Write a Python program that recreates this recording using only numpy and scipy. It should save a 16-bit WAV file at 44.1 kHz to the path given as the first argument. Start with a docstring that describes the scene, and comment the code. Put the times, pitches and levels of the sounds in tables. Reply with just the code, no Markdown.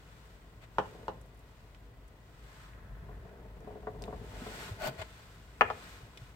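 """Spools knock into a wooden holder on a wall panel, close to a hand-held stereo microphone in a small
workshop. Two knocks on the panel, rubbing and fumbling, two short scrapes, then a hard knock with one
bounce. Each blow rings the wood's modes and echoes off the nearest surfaces; rubs and scrapes are noise
that catches and slips. Close up, a sleeve rustles among small clicks and light woody taps, and the hand
bumps the microphone. A low hum and rumble lie behind it all."""
import sys
import numpy as np
from scipy import signal
from scipy.fft import rfft, irfft
from scipy.io import wavfile

SR = 44100
rng = np.random.default_rng(int(sys.argv[2]) if len(sys.argv) > 2 else 0)


def log_audio(samples):
    """Write samples as a 16-bit WAV file to the path given in sys.argv[1]."""
    # one column per channel
    frames = np.atleast_2d(samples).T
    # limit to full scale, then quantise
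    limited = np.clip(frames, -1, 1)
    pcm = np.round(limited * 32767).astype(np.int16)
    wavfile.write(sys.argv[1], SR, pcm)


N = 280167
TIME = np.arange(N) / SR
FREQS = np.fft.rfftfreq(N, 1 / SR)

# room tone, the low rumble and the still air: frequency_hz, level_db
RUMBLE_SPECTRUM = [(15, -38), (30, -14), (42, -5), (51, 0), (62, -0.5), (80, -9), (110, -2), (160, -13.5),
                   (250, -25.5), (500, -57.5)]
AIR_SPECTRUM = [(88, -44), (150, 3.5), (231, -8), (270, -2), (348, -6.5), (534, -6.5), (871, -11),
                (998, -7.5), (1360, -13.5), (1940, -19), (2810, -20.5), (8230, -40.5), (16000, -27)]
# how alike the two sides of the microphone hear a noise: frequency_hz, correlation
STEREO_LIKENESS = [(50, .99), (250, 0.9), (600, 0.8), (1200, 0.13), (2500, 0.071), (5000, 0.036),
                   (15000, 0.033)]
# the workshop's reverberation: frequency_hz, t60_s
ROOM_DECAY = [(100, 0.51), (400, 0.57), (1000, 0.26), (2500, 0.4), (6000, 0.19), (15000, 0.13)]
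# echoes off the nearest surfaces, before the right side's extra lag: left_s, left_gain, right_s, right_gain
PANEL_ECHOES = [(.00206, 0.45, .00218, 0.36), (.00706, 0.27, .007, 0.084), (.01184, .25, .01171, .2),
                (0.0163, 0.12, 0.02, 0.2)]
HOLDER_ECHOES = [(.0017, 0.051, 0.0024, -0.088), (.0066, 0.11, .0068, 0.28), (.00802, .33, .00802, .22),
                 (0.0178, 0.013, .01919, 0.076)]
HANDLING_ECHOES = [(.00205, .17, .00205, 0.058), (.0047, .25, .0047, 0.15)]

# swells of the rumble, the sleeve, a spool rubbing and a spool sliding: peak_s, rise_s, fall_s, level_db
RUMBLE_SWELLS = [(3.03, .33, 0.24, -45.5), (3.55, 0.2, 0.23, -52), (4.18, 0.46, 0.41, -45)]
SLEEVE_STROKES = [(0.15, 0.44, 0.41, -63), (0.85, 0.13, 0.3, -60), (1.58, 0.36, 0.28, -68),
                  (2.62, 0.32, 0.12, -59), (4.63, 0.3, .11, -46), (5.15, 1, 0.43, -57.5),
                  (5.87, 0.24, 0.19, -52), (6.24, 0.17, 0.11, -59.5)]
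RUB_STROKES = [(1.02, 0.15, 0.18, -53), (3.35, 0.6, 0.38, -56), (3.72, 0.15, 0.13, -50.5),
               (4.06, 0.25, 0.27, -50.5), (4.46, 0.31, 0.4, -48.5), (4.88, 0.099, 0.068, -46.5),
               (5.98, 0.52, 0.16, -60.5)]
SLIDE_STROKES = [(2.6, 0.17, 0.94, -62)]
# friction of cloth, rubbed wood, smooth wood and a scrape, and the fizz on top: frequency_hz, level_db
CLOTH_SPECTRUM = [(80, -22), (250, -12), (600, -6), (1500, -0.5), (2500, -5), (4000, -8.5), (6000, -14),
                  (8400, -13.5), (10200, -24.5), (12500, -19.5), (16000, -27)]
RUB_SPECTRUM = [(80, -38), (170, 5), (300, -0.5), (430, -2), (540, -5), (670, -2), (950, -10.5),
                (1250, -18), (1700, -16), (2500, -26.5), (6000, -41.5)]
SLIDE_SPECTRUM = [(500, -30), (1000, 0), (1450, 0.5), (1800, 3), (2050, -8), (2400, -11), (5000, -31)]
SCRAPE_SPECTRUM = [(100, 0), (250, -2), (850, -3.5), (2000, 1), (3200, -4), (4600, -13), (5800, -21),
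                   (8200, -13), (10000, -33), (16000, -53)]
FIZZ_SPECTRUM = [(2000, -17), (5500, 3), (8500, -2), (10300, -6), (12500, 1), (16000, -3)]
# the hand bumping the microphone: start_s, level_db, pitch_hz, rise_s
HAND_BUMPS = [(4.418, -38.5, 227, 0.004), (4.711, -34.5, 101, 0.0087), (4.872, -39, 134, 0.014),
              (4.99, -39, 95, 0.011), (6.031, -43.5, 110, 0.0072), (6.215, -42, 120, 0.0076)]
# small close clicks and light woody taps: start_s, level_db, centre_hz, decay_s
SMALL_CLICKS_AND_TAPS = [(0.127, -21, 1200, .0025), (1.213, -33, 8200, 0.0044), (1.262, -44, 8000, .002),
                         (1.345, -41, 10100, 0.0035), (1.374, -40, 10000, .003), (1.392, -38, 9000, .003),
                         (1.747, -24, 2500, .002), (2.080, -36, 7560, 0.0034), (2.734, -21.5, 1400, 0.0026),
                         (3.292, -22, 1380, 0.0064), (3.604, -36, 5900, 0.0037),
                         (4.0214, -18.5, 5500, 0.0013), (4.039, -13.5, 2920, 0.00075),
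                         (4.056, -35, 8000, .001), (6.174, -14, 3150, 0.0031)]
# short scrapes: start_s, peak_s, end_s, level_db, relative_squeal_db, relative_fizz_db
SCRAPE_STROKES = [(0.592, 0.644, 0.66, -56, -6, -16), (4.767, 4.87, 4.912, -40, 5, -8),
                  (4.964, 5.002, 5.03, -47, 2.5, -12), (5.009, 5.022, 5.034, -41, -8, -23)]
# resonances of a scrape's squeal: pitch_hz, width_hz, level_db
SQUEAL_RESONANCES = [(640, 84, 3), (830, 140, -5), (1170, 75, -9), (1476, 90, -6), (4530, 670, -18.5),
                     (8240, 340, -34)]

# wood modes of the holder's pocket, the panel and the holder: pitch_hz, level_db, t60_s
POCKET_MODES = [(169, -50.5, 0.14), (233, -43, 0.057), (436, -36.5, 0.074), (532, -40.5, 0.042),
                (665, -34.5, 0.046), (749, -37, 0.035), (960, -34.5, 0.015), (1170, -42, 0.029),
                (1410, -45, 0.032), (1960, -48, 0.019), (2150, -53, 0.018)]
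PANEL_MODES = [(104, -40.5, 0.19), (183, -31, 0.063), (309.5, -32.5, 0.063), (435, -31.5, .11),
               (510, -33, 0.093), (668, -30, 0.089), (808, -27, .07), (833, -11, 0.014), (1070, -50, 0.082),
               (1330, -40, 0.067), (1373, -14.5, 0.0089), (1760, -27, 0.026), (2240, -28, 0.014),
               (2900, -42, .02)]
HOLDER_MODES = [(89.5, -42, 0.27), (234, -34, 0.067), (372, -43, 0.033), (438, -21.5, 0.06),
                (526, -34, 0.032), (608.5, -13, 0.03), (644, -5.5, .011), (832, -18, 0.044),
                (948, -25.5, 0.087), (1043, -27, 0.087), (1080, -22.5, 0.061), (1265, -9, 0.015),
                (1450, -31, 0.065), (1684, -26, 0.11), (1763, -11, 0.012), (2103, -18, 0.019),
                (2430, -19, 0.023), (2760, -25, 0.021), (3050, -29.5, 0.023), (3403, -33, 0.028)]
# the tick of a hard contact: frequency_hz, level_db
TICK_SPECTRUM = [(300, -24), (1500, -3), (3000, 1), (4200, -6), (6000, -14.5), (8300, -23), (10000, -36),
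                 (12500, -25), (16000, -34)]
# a spool shifting in the pocket: start_s, force_db, hardness_hz
POCKET_TAPS = [(0.945, -17, 900), (3.089, -16, 1410), (3.250, -19, 1000), (3.672, -9.5, 1000),
               (3.703, -10.5, 796), (3.754, -7.5, 690), (3.830, -13.5, 900), (3.870, -0.7, 2060),
               (3.946, -11.5, 694), (4.013, -12, 910), (4.078, -5, 1070), (4.126, -6, 1510),
               (4.211, -17, 700), (4.464, -8.5, 1300)]
# blows on the panel, then a spool dropped on the holder with its bounce:
# start_s, force_db, hardness_hz, relative_tick_db, left_over_right_db
PANEL_KNOCKS = [(0.7837, 0.5, 2290, -5.5, 1), (0.857, -19.5, 696, -10, -3), (1.0811, -7.5, 1190, -5.5, 1)]
HOLDER_KNOCKS = [(5.6095, -1, 3553, -3.5, 2.3), (5.7008, -13, 1320, -3, 1.5)]


def amp(db):
    """Decibels to gain."""
    return 10 ** (np.asarray(db) / 20)


def unit(x):
    """Scales to rms 1."""
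    return x / np.sqrt(np.mean(x ** 2) + 1e-20)


def read(points, hz):
    """Interpolates a table on a log-frequency axis."""
    f, value = np.transpose(points)
    return np.interp(np.log(hz + 1), np.log(f + 1), value)


def colour(points):
    """A spectrum table as a gain for every frequency."""
    return amp(read(points, FREQS))


def resonance(pitch_hz, width_hz):
    """One narrow peak as a gain for every frequency."""
    return 1 / (1 + (2 * (FREQS - pitch_hz) / width_hz) ** 2)


def pan(db):
    """Left and right gains, the left louder by db."""
    return amp([[db / 2], [-db / 2]])


def add(mix, start_s, sound):
    """Mixes a sound in at its start time."""
    part = mix[:, max(round(start_s * SR), 0):][:, :sound.shape[-1]]
    part += sound[..., :part.shape[1]]


def causal(gain):
    """The most compact impulse response with this magnitude."""
    cepstrum = irfft(np.log(np.maximum(gain, 1e-5)))
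    half = len(cepstrum) // 2
    cepstrum[1:half] *= 2
    cepstrum[half + 1:] = 0
    return irfft(np.exp(rfft(cepstrum)))


def noise(gain, grain_db=0, grain_hz=200):
    """Stereo noise of a given colour, near mono in the bass; grain makes it catch and slip."""
    grip = unit(irfft(rfft(rng.standard_normal(N)) / (1 + (FREQS / grain_hz) ** 2), N))
    a, b = rfft(rng.standard_normal((2, N)) * amp(grain_db * np.clip(grip, -2.5, 2.5)))
    likeness = np.clip(read(STEREO_LIKENESS, FREQS), 0, 1)
    mid, side = a * np.sqrt((1 + likeness) / 2), b * np.sqrt((1 - likeness) / 2)
    return unit(irfft(np.array([mid + side, mid - side]) * gain, N))


def waver(top_hz):
    """A slow random swing of rms 1."""
    return unit(irfft(rfft(rng.standard_normal(N)) * (FREQS < top_hz), N))


def strokes(rows, drop_db=9.5, roundness=1.61):
    """Gain of rounded swells, each drop_db down at rise_s before and fall_s after its peak."""
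    power = np.zeros(N)
    for peak_s, rise_s, fall_s, level_db in rows:
        away = np.maximum((peak_s - TIME) / rise_s, (TIME - peak_s) / fall_s)
        power += amp(level_db - drop_db * abs(away) ** roundness) ** 2
    return np.sqrt(power)


def wall_boom(fade_db_per_s=82):
    """Gain of the wall's rumble: it jumps with the force of each knock and fades."""
    return sum((TIME >= start_s) * amp(-43.5 + force_db - fade_db_per_s * abs(TIME - start_s))
               for start_s, force_db, *_ in PANEL_KNOCKS + HOLDER_KNOCKS)


def room_tone(hum_hz=51, swing_hz=3.4):
    """Behind everything: a wavering hum, a swelling rumble and still air with a faint narrow ring."""
    pitch_hz = hum_hz + swing_hz * waver(top_hz=10.2)
    tone = unit(np.sin(2 * np.pi * np.cumsum(pitch_hz) / SR))
    swell = np.hypot(amp(-54), strokes(RUMBLE_SWELLS))
    rumble = np.hypot(swell, wall_boom()) * amp(-3) * noise(colour(RUMBLE_SPECTRUM))
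    hum = swell * amp(-6 + 2 * waver(top_hz=8)) * tone
    ring = amp(-77) * noise(resonance(pitch_hz=1957, width_hz=140))
    air = amp(-63.5) * noise(colour(AIR_SPECTRUM))
    return (rumble + hum + air + ring) * pan(1.5)


def reverb(x, wet_db):
    """The small workshop adds a short tail whose treble dies first."""
    hz, t, spectra = signal.stft(noise(1)[:, :SR], SR, nperseg=256)
    decay = amp(-60 * t / read(ROOM_DECAY, hz)[:, None])
    onset = np.clip(t / 0.0068, 0, 1)
    tail = signal.istft(spectra * decay * onset, SR, nperseg=256)[1]
    return x + amp(wet_db) * signal.fftconvolve(x, tail / np.linalg.norm(tail[0]), axes=1)[:, :N]


def reflect(x, echoes, scatter_db, t60_s, right_lag_s=0.00006):
    """Near surfaces echo a sound, hanging tools scatter it, and it reaches the right microphone later."""
    t = np.arange(SR // 4) / SR
    scatter = noise(1)[:, :len(t)] * amp(-60 * t / t60_s) * np.clip(t / 0.006, 0, 1) ** 2
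    paths = amp(scatter_db) * scatter / np.linalg.norm(scatter[0])
    direct = (0, 1, 0.00008, 1)
    for left_s, left_gain, right_s, right_gain in [direct, *echoes]:
        paths[0, round(left_s * SR)] += left_gain
        paths[1, round((right_s + right_lag_s) * SR)] += right_gain
    return signal.fftconvolve(x, paths, axes=1)[:, :N]


def hand_bumps():
    """The hand nudges the microphone: a few low cycles that swell and die."""
    t, out = np.arange(SR // 5) / SR, np.zeros((2, N))
    for start_s, level_db, pitch_hz, rise_s in HAND_BUMPS:
        envelope = t / rise_s * np.exp(1 - t / rise_s)
        add(out, start_s, amp(level_db) * envelope * np.sin(2 * np.pi * pitch_hz * t))
    return out


def sleeve():
    """Cloth hisses finely beside the microphone, brighter when the arm moves fast."""
    arm = np.hypot(amp(-69.5), strokes(SLEEVE_STROKES))
    cloth = arm * noise(colour(CLOTH_SPECTRUM), grain_db=1, grain_hz=150)
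    fizz = noise(colour(FIZZ_SPECTRUM), grain_db=6, grain_hz=300)
    return (cloth + amp(-69) * (arm / arm.max()) ** 1.2 * fizz) * pan(0.97)


def small_clicks_and_taps():
    """Small close clicks and light woody taps: a few milliseconds of broad crackle each."""
    t, out = np.arange(2048) / SR, np.zeros((2, N))
    hz = np.fft.rfftfreq(2048, 1 / SR) + 1
    for start_s, level_db, centre_hz, decay_s in SMALL_CLICKS_AND_TAPS:
        burst = rng.standard_normal((2, len(t))) * np.exp(-t / decay_s)
        band = causal(1 / (1 + 0.99 * (hz / centre_hz - centre_hz / hz) ** 2))
        click = signal.fftconvolve(burst / np.linalg.norm(burst[0]), band[None], axes=1)
        add(out, start_s, amp(level_db) * click)
    return out


def handling_scrapes():
    """Short scrapes right beside the microphone: stick-slip grit, a hoarse squeal and a fizz on top."""
    grit = noise(colour(SCRAPE_SPECTRUM), grain_db=0.5, grain_hz=300)
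    fizz = noise(colour(FIZZ_SPECTRUM), grain_db=5, grain_hz=300)
    squeal = noise(sum(amp(db) * resonance(hz, width_hz) for hz, width_hz, db in SQUEAL_RESONANCES))
    # changing pressure bends the squeal's pitch
    bent_time = np.cumsum(1 + 0.025 * waver(top_hz=20)) / SR
    squeal = np.array([np.interp(bent_time, TIME, side) for side in squeal])
    out = np.zeros((2, N))
    for start_s, peak_s, end_s, level_db, squeal_db, fizz_db in SCRAPE_STROKES:
        stroke = np.sin(np.pi / 2 * np.interp(TIME, [start_s, peak_s, end_s], [0, 1, 0])) ** 2
        out += amp(level_db) * stroke * (grit + amp(squeal_db) * squeal + amp(fizz_db) * fizz)
    return out * pan(3.5)


def spool_rubs():
    """A spool rubs in slips that sound through the wood, and once slides lightly over it."""
    push = np.hypot(amp(-65.5), strokes(RUB_STROKES))
    rub = push * noise(colour(RUB_SPECTRUM), grain_db=2.5, grain_hz=90)
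    slide = strokes(SLIDE_STROKES) * noise(colour(SLIDE_SPECTRUM), grain_db=1.5, grain_hz=100)
    return (rub + slide) * pan(1.9)


def knocks(blows, modes):
    """Each blow rings the wood's modes; a soft contact leaves out the high ones, a hard one also ticks."""
    t, hz = np.arange(SR // 2) / SR, np.fft.rfftfreq(2048, 1 / SR)
    # neighbouring modes push the air in opposite directions
    ring = -sum((-1) ** k * amp(level_db - 60 * t / t60_s) * np.cos(2 * np.pi * pitch_hz * t)
                for k, (pitch_hz, level_db, t60_s) in enumerate(modes))
    tick_filter = causal(amp(read(TICK_SPECTRUM, hz)))[None]
    out = np.zeros((2, N))
    for start_s, force_db, hardness_hz, tick_db, pan_db in blows:
        contact = causal(hz / np.hypot(hz, 60) / np.sqrt(1 + (hz / hardness_hz) ** 6))
        body = signal.fftconvolve(ring, contact)[:len(t)]
        crush = rng.standard_normal((2, len(t))) * t * np.exp(-t / 0.0007)
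        tick = signal.fftconvolve(crush / np.linalg.norm(crush[0]), tick_filter, axes=1)[:, :len(t)]
        add(out, start_s, amp(force_db) * pan(pan_db) * (body + amp(tick_db) * tick))
    return out


def pocket_taps(tick_db=-33, pan_db=1.8):
    """A spool shifts in the holder's pocket: dull taps with hardly any tick."""
    return knocks([(*tap, tick_db, pan_db) for tap in POCKET_TAPS], POCKET_MODES)


def scene():
    """From the microphone: knocks at the wall, drier handling close up, room tone behind."""
    panel = reflect(knocks(PANEL_KNOCKS, PANEL_MODES), PANEL_ECHOES, scatter_db=-5, t60_s=0.087)
    holder = reflect(knocks(HOLDER_KNOCKS, HOLDER_MODES), HOLDER_ECHOES, scatter_db=-4, t60_s=0.038)
    pocket = reflect(pocket_taps(), [], scatter_db=-0.5, t60_s=0.059)
    wall = reverb(amp(-0.9) * panel + amp(3.5) * pocket, wet_db=-15.5)
    wall += reverb(amp(2.16) * holder, wet_db=-15)
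    handling = reverb(handling_scrapes() + small_clicks_and_taps(), wet_db=-18) + sleeve() + spool_rubs()
    close = amp(-0.77) * reflect(handling, HANDLING_ECHOES, scatter_db=-9.5, t60_s=0.031)
    return wall + close + hand_bumps() + room_tone()


def record(dry):
    """The microphone chain passes nothing much above 15.9 kHz."""
    lowpass = signal.firwin(511, 15900, window=("kaiser", 9), fs=SR)
    return signal.oaconvolve(dry, lowpass[None], "same")


dry = scene()
out = record(dry)
log_audio(out)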